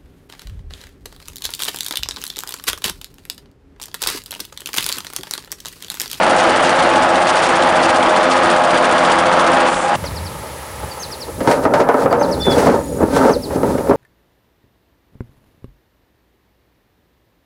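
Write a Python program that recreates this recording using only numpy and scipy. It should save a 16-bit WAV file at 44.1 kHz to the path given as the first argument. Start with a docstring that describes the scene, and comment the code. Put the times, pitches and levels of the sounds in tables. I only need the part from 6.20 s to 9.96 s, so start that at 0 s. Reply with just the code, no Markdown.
"""A belt-driven disc chipper eats wood outdoors, its six-knife disc slowly losing speed under the load.
The knives roar and drone in the steel hood, fibres snap, the motor whines and a steel panel sings.
Once a turn the disc catches with a tick and a swish. Thick pieces knock, one cracks, and chips spray
over steel in short bursts; near the end the cut eases off under a thin hiss."""
import sys
import numpy as np
from scipy import signal
from scipy.fft import rfft, irfft, next_fast_len
from scipy.io import wavfile
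from scipy.ndimage import uniform_filter1d, minimum_filter1d, map_coordinates

SR = 44100
rng = np.random.default_rng(int(sys.argv[2]) if len(sys.argv) > 2 else 0)


def bounce(signal):
    """Save signal as a 16-bit WAV file at the path given by the first command-line argument."""
    frames = np.transpose(np.atleast_2d(signal))
    limited = np.clip(frames, -1, 1)
    pcm = np.round(limited * 32767).astype(np.int16)
    wavfile.write(sys.argv[1], SR, pcm)


N = 165816
KNIVES = 6


def amp(db):
    """Decibels to gain."""
    return 10 ** (np.asarray(db) / 20)


def unit(x):
    """Scale to rms 1."""
    return x / np.sqrt(np.mean(x ** 2) + 1e-20)


def clock():
    """Time of every sample in seconds."""
    return np.arange(N) / SR


def curve(rows):
    """An automation lane: (t/s, value) rows joined by straight lines."""
    return np.interp(clock(), *np.transpose(rows))


def wobble(rate):
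    """A smooth random curve, rate knots a second."""
    return map_coordinates(rng.standard_normal(int(N * rate / SR) + 4), [clock() * rate])


def filtered(x, response):
    """Filter x by a gain given as a function of frequency."""
    size = next_fast_len(N + SR // 2)
    return irfft(rfft(x, size) * response(np.fft.rfftfreq(size, 1 / SR)), size)[:N]


def colour(x, eq):
    """Shape x with an EQ curve of (f/Hz, relative level/dB) rows, then scale to rms 1."""
    hz, db = np.transpose(eq)
    return unit(filtered(x, lambda f: amp(np.interp(np.log(f + 1), np.log(hz), db))))


def noise(eq):
    """Coloured noise of rms 1."""
    return colour(rng.standard_normal(N), eq)


def ringing(x, resonances):
    """Each (f/Hz, width/Hz, boost/dB) resonance lifts its own band of x."""
    def bell(f, hz, width, db):
        damping = 1j * f * width / 2
        return 1 + (amp(db) - 1) * damping / (hz * hz - f * f + damping)
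    return filtered(x, lambda f: np.prod([bell(f, *row) for row in resonances], axis=0))


def scatter(cycles, spread_db):
    """A new random gain for every cycle."""
    index = np.floor(cycles - np.floor(cycles[0])).astype(int)
    return amp(spread_db * rng.standard_normal(size=512)[index])


def tone(cycles, db, waver_db, drift_rad, rate):
    """A sine that wavers around the rms level db and drifts in phase."""
    level = amp(db + waver_db * wobble(rate)) * np.sqrt(2)
    return level * np.sin(2 * np.pi * (cycles + rng.random()) + drift_rad * wobble(rate))


def blow(start_s, decay_s, attack_s=0.0062):
    """Envelope of a woody hit: a rounded attack and an exponential tail."""
    age = np.maximum(clock() - start_s, 0)
    return (1 - np.exp(-age / attack_s)) * np.exp(-age / decay_s)


# EQ of the cutting roar (f/Hz, relative level/dB)
ROAR_EQ = [(25, -24), (70, -24.5), (130, -16.5), (200, -11), (400, -12), (520, -2), (750, -0.5),
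           (1250, -2.5), (1900, -10), (2500, -14.5), (3200, -17), (4200, -24.5), (6000, -30),
           (10000, -38.5)]
# resonances of the steel hood, shared with the knocks (f/Hz, width/Hz, boost/dB)
HOOD_MODES = [(172.2, 26, 4), (209.6, 13, 5), (258.8, 21.4, 11.5), (334.5, 17.5, 14), (354.8, 18, 8.5),
              (512.5, 33, 6), (624, 58, 3), (823, 64, 5), (1642, 40, 4.5)]
# gain ride on the roar's upper mids (t/s, level/dB)
UPPER_MID_RIDE = [(0, -2), (1.2, -1), (1.7, .5), (2.3, -0.5), (3.1, 2), (3.5, 0), (3.76, 1.5)]

def cutting(turns, decay_gaps=0.75, depth=0.36):
    """Every knife tears off a slice: a burst of noise that rings in the hood."""
    cuts = turns * KNIVES
    bite = unit(np.exp(-(cuts % 1) / decay_gaps) * scatter(cuts, spread_db=0.5))
    tearing = (1 - depth + depth * bite) * rng.standard_normal(N)
    roar = unit(ringing(colour(tearing, ROAR_EQ), HOOD_MODES))
    upper_mids = filtered(roar, lambda f: (f > 870) & (f < 1410))
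    return roar + (amp(curve(UPPER_MID_RIDE)) - 1) * upper_mids


# EQ of the snapping fibres (f/Hz, relative level/dB)
SPLINTER_EQ = [(600, -4), (1600, -15.5), (3300, 2), (5000, -16.5), (10000, -6.5)]

def splinters(snaps_per_s=120, decay_s=0.001):
    """Fibres snap at random moments, each a tiny grain of noise."""
    snaps = (rng.random(N) < snaps_per_s / SR) * amp(2 * rng.standard_normal(N))
    envelope = signal.lfilter([1], [1, -np.exp(-1 / (decay_s * SR))], snaps)
    return amp(-21.5) * colour(envelope * rng.standard_normal(N), SPLINTER_EQ)


KNIFE_RATE_DB = -32.5  # the drone's fundamental
# partials of the drone (multiple of the knife rate, level/dB added to the fader)
DRONE_PARTIALS = [(1, KNIFE_RATE_DB), (3, -28.5), (4, -28.5), (5, -27), (6, -16.5), (7, -13.5), (8, -18),
                  (9, -26.5), (10, -29), (11, -28.5), (13, -26)]
# fader of the drone (t/s, level/dB)
DRONE_FADER = [(0, -13), (.9, -7), (1.15, -17), (1.55, -9), (2.1, -8.5), (2.7, -9), (3.4, -3.5),
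               (3.53, -26), (3.76, -22)]
# fader of the hum at twice the knife rate (t/s, level/dB)
HUM_FADER = [(0, -49.5), (2.55, -36.5), (3.15, -23.5), (3.45, -34), (3.76, -39)]

def drone(turns):
    """The passing knives drone in wavering harmonics of the knife rate."""
    cuts, level = turns * KNIVES, curve(DRONE_FADER)
    hum = tone(2 * cuts, curve(HUM_FADER), waver_db=2.5, drift_rad=0.32, rate=5)
    return hum + sum(tone(k * cuts, level + db, waver_db=2.5, drift_rad=0.35, rate=9.33)
                     for k, db in DRONE_PARTIALS)


# partials of the whine (multiple of the disc rate, level/dB added to the fader)
WHINE_PARTIALS = [(56.9, 1.5), (85.4, -4), (114.3, -16)]
# fader of the whine (t/s, level/dB)
WHINE_FADER = [(0, -23.5), (.9, -23), (1.2, -33), (2.4, -21.5), (2.9, -34), (3.4, -31), (3.76, -50)]

def motor(turns):
    """The motor's whine follows the disc, loosely, through the slipping belts."""
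    return sum(tone(k * turns, curve(WHINE_FADER) + db, waver_db=3, drift_rad=0.85, rate=8)
               for k, db in WHINE_PARTIALS)


# fader of the panel, drawn to swell as the slowing machine nears its pitch (t/s, level/dB)
PANEL_FADER = [(0, -38), (1.8, -31), (2.45, -23), (2.9, -31), (3.38, -23), (3.58, -28), (3.76, -25)]

def panel(pitch_hz=820.5, octave_db=-14):
    """A steel panel sings at its own steady pitch, with a faint octave on top."""
    cycles, level = pitch_hz * clock(), curve(PANEL_FADER)
    return sum(tone(k * cycles, level + db, waver_db=3.5, drift_rad=0.4, rate=14)
               for k, db in [(1, 0), (2, octave_db)])


# EQ of the sharp tick (f/Hz, relative level/dB)
TICK_EQ = [(300, -21), (1500, -17), (3200, 6.5), (5000, -15.5), (10000, -19)]
# EQ of the airy swish (f/Hz, relative level/dB)
SWISH_EQ = [(1500, -36), (3500, 1), (5000, 1), (7000, 1), (10000, -0.5)]

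def rub(turns, speed, tick_decay_s=0.0013):
    """Once a turn something on the disc catches: a sharp tick inside a swish."""
    tick_age = turns % 1 / speed
    tick = np.exp(-tick_age / tick_decay_s) * scatter(turns, spread_db=2)
    lead_s, attack_s, hold_s, decay_s = 0.0045, 0.0015, 0.016, 0.008  # the swish opens before the tick
    swish_turns = turns + lead_s * speed
    swish_age = swish_turns % 1 / speed
    swish = np.minimum(swish_age / attack_s, 1) * np.exp(-np.maximum(swish_age - hold_s, 0) / decay_s)
    swish *= scatter(swish_turns, spread_db=0.7)
    return amp(-13.5) * tick * noise(TICK_EQ) + amp(-23.5) * swish * noise(SWISH_EQ)


# cues for the thick pieces (t/s, level/dB)
KNOCK_CUES = [(.055, -10), (.28, -13), (1.575, -15), (1.865, -9.5), (2.38, -12), (2.74, -15), (3.42, -5)]
# EQ of the dull wooden body (f/Hz, relative level/dB)
KNOCK_EQ = [(200, -20), (500, 0), (850, -1), (1400, -10), (3000, -27), (8000, -46)]

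def knocks():
    """Thick pieces meet the knives, each giving a dull blow in the hood."""
    envelope = sum(amp(db) * blow(start_s, decay_s=0.028) for start_s, db in KNOCK_CUES)
    return envelope * unit(ringing(noise(KNOCK_EQ), HOOD_MODES))


# cues for the bursts of chips (t/s, length/s, level/dB)
SPRAY_CUES = [(0.181, .035, -20.5), (0.444, 0.033, -23), (0.587, 0.023, -24), (1.068, 0.042, -21),
              (1.166, 0.041, -24), (1.227, 0.05, -22), (1.628, 0.036, -20.5), (2.112, 0.029, -19)]
# EQ of chips on steel (f/Hz, relative level/dB)
SPRAY_EQ = [(800, -19), (2500, 1), (4500, -5.5), (6500, -7.5), (10000, -14)]

def sprays(attack_s=0.0017, release_s=0.0045):
    """Handfuls of chips rattle over steel: short gated bursts of grainy noise."""
    gate = np.zeros(N)
    for start_s, length_s, db in SPRAY_CUES:
        age = clock() - start_s
        release = np.exp(-np.maximum(age - length_s + release_s, 0) / release_s)
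        gate += amp(db) * np.clip(age / attack_s, 0, 1) * release
    rattle = unit(noise(SPRAY_EQ) * amp(1.7 * wobble(700)))
    return gate * rattle


# EQ of the crack (f/Hz, relative level/dB)
CRACK_EQ = [(700, -25), (1300, -1), (1650, -4), (2100, -14), (5000, -39)]

def crack():
    """A piece of wood cracks: one short clack, higher than the knocks."""
    return amp(-13) * blow(start_s=1.31, decay_s=0.029) * noise(CRACK_EQ)


# cues for the dips in level (t/s, depth/dB)
DIP_CUES = [(2.431, 7), (2.575, 7), (3.511, 8), (3.552, 9), (3.586, 3.5), (3.613, 6.5)]

def dips(width_s=0.0057):
    """A gain that ducks the machine briefly at each cue."""
    return amp(-sum(db * np.exp(-((clock() - at_s) / width_s) ** 2) for at_s, db in DIP_CUES))


# fader of the closing hiss (t/s, level/dB)
HISS_FADER = [(3.44, -51), (3.49, -30), (3.58, -28.5), (3.65, -30.5), (3.7, -42)]
# EQ of the hiss (f/Hz, relative level/dB)
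HISS_EQ = [(3000, -31), (5500, -3), (7500, 2), (10000, -1.5)]

def easing(swell_at_s=3.57, swell_width_s=0.046):
    """A thin hiss and a soft low swell come in as the roar drops."""
    envelope = amp(-40) * np.exp(-((clock() - swell_at_s) / swell_width_s) ** 2)
    swell = envelope * noise([(30, -27), (60, -9), (200, -54), (1000, -100)])
    return amp(curve(HISS_FADER)) * noise(HISS_EQ) + swell


# the disc slowing down (t/s, speed/turns per second)
DISC_SPEED = [(0, 15.206), (.5, 15.146), (1, 15.043), (2, 14.764), (3, 14.478), (3.76, 14.32)]
# how hard the knives cut (t/s, level/dB)
LOAD_FADER = [(0, -9.5), (.25, -10.5), (.85, -10), (1.1, -12), (1.55, -10.5), (2.3, -10.5), (3, -4.5),
              (3.44, -7), (3.52, -14), (3.61, -17), (3.68, -17.5), (3.76, -14.5)]
# high ringing of the steel plates (f/Hz, width/Hz, boost/dB)
PLATE_MODES = [(3500, 100, 2.5), (4260, 100, 5.5), (4660, 110, 5), (4800, 61, 6.5), (5510, 51, 6),
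               (6060, 110, 1.5), (7500, 63, 1), (8750, 94, 4.5), (9500, 100, 7)]

def scene(first_tick_s=0.0328):
    """The disc times the cuts, drone, whine and rub; the load rides the roar, splinters and rub."""
    speed, load = curve(DISC_SPEED), amp(curve(LOAD_FADER))
    turns = np.cumsum(speed) / SR - first_tick_s * speed[0]
    cut = load * (amp(-0.5) * cutting(turns) + splinters())
    machine = cut + knocks() + crack() + drone(turns) + motor(turns) + panel()
    chipper = dips() * machine + unit(load) * rub(turns, speed) + sprays()
    return (ringing(chipper, PLATE_MODES) + easing())[None]


def record(dry, ceiling=0.72, hold_s=0.0095, top_hz=10080):
    """Master chain: a fast limiter, a touch of lopsided distortion and a steep low-pass."""
    x = dry[0]
    span = int(hold_s * SR)
    limiter_gain = np.minimum(1, ceiling / (np.abs(x) + 1e-9))
    x = x * uniform_filter1d(minimum_filter1d(limiter_gain, span), span)
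    x = x - 0.1 * filtered(x * x, lambda f: f / (f + 200))  # even harmonics, their lows rolled off
    return filtered(x, lambda f: 1 / np.sqrt(1 + (f / top_hz) ** 200))[None]


dry = scene()
out = record(dry)
bounce(out)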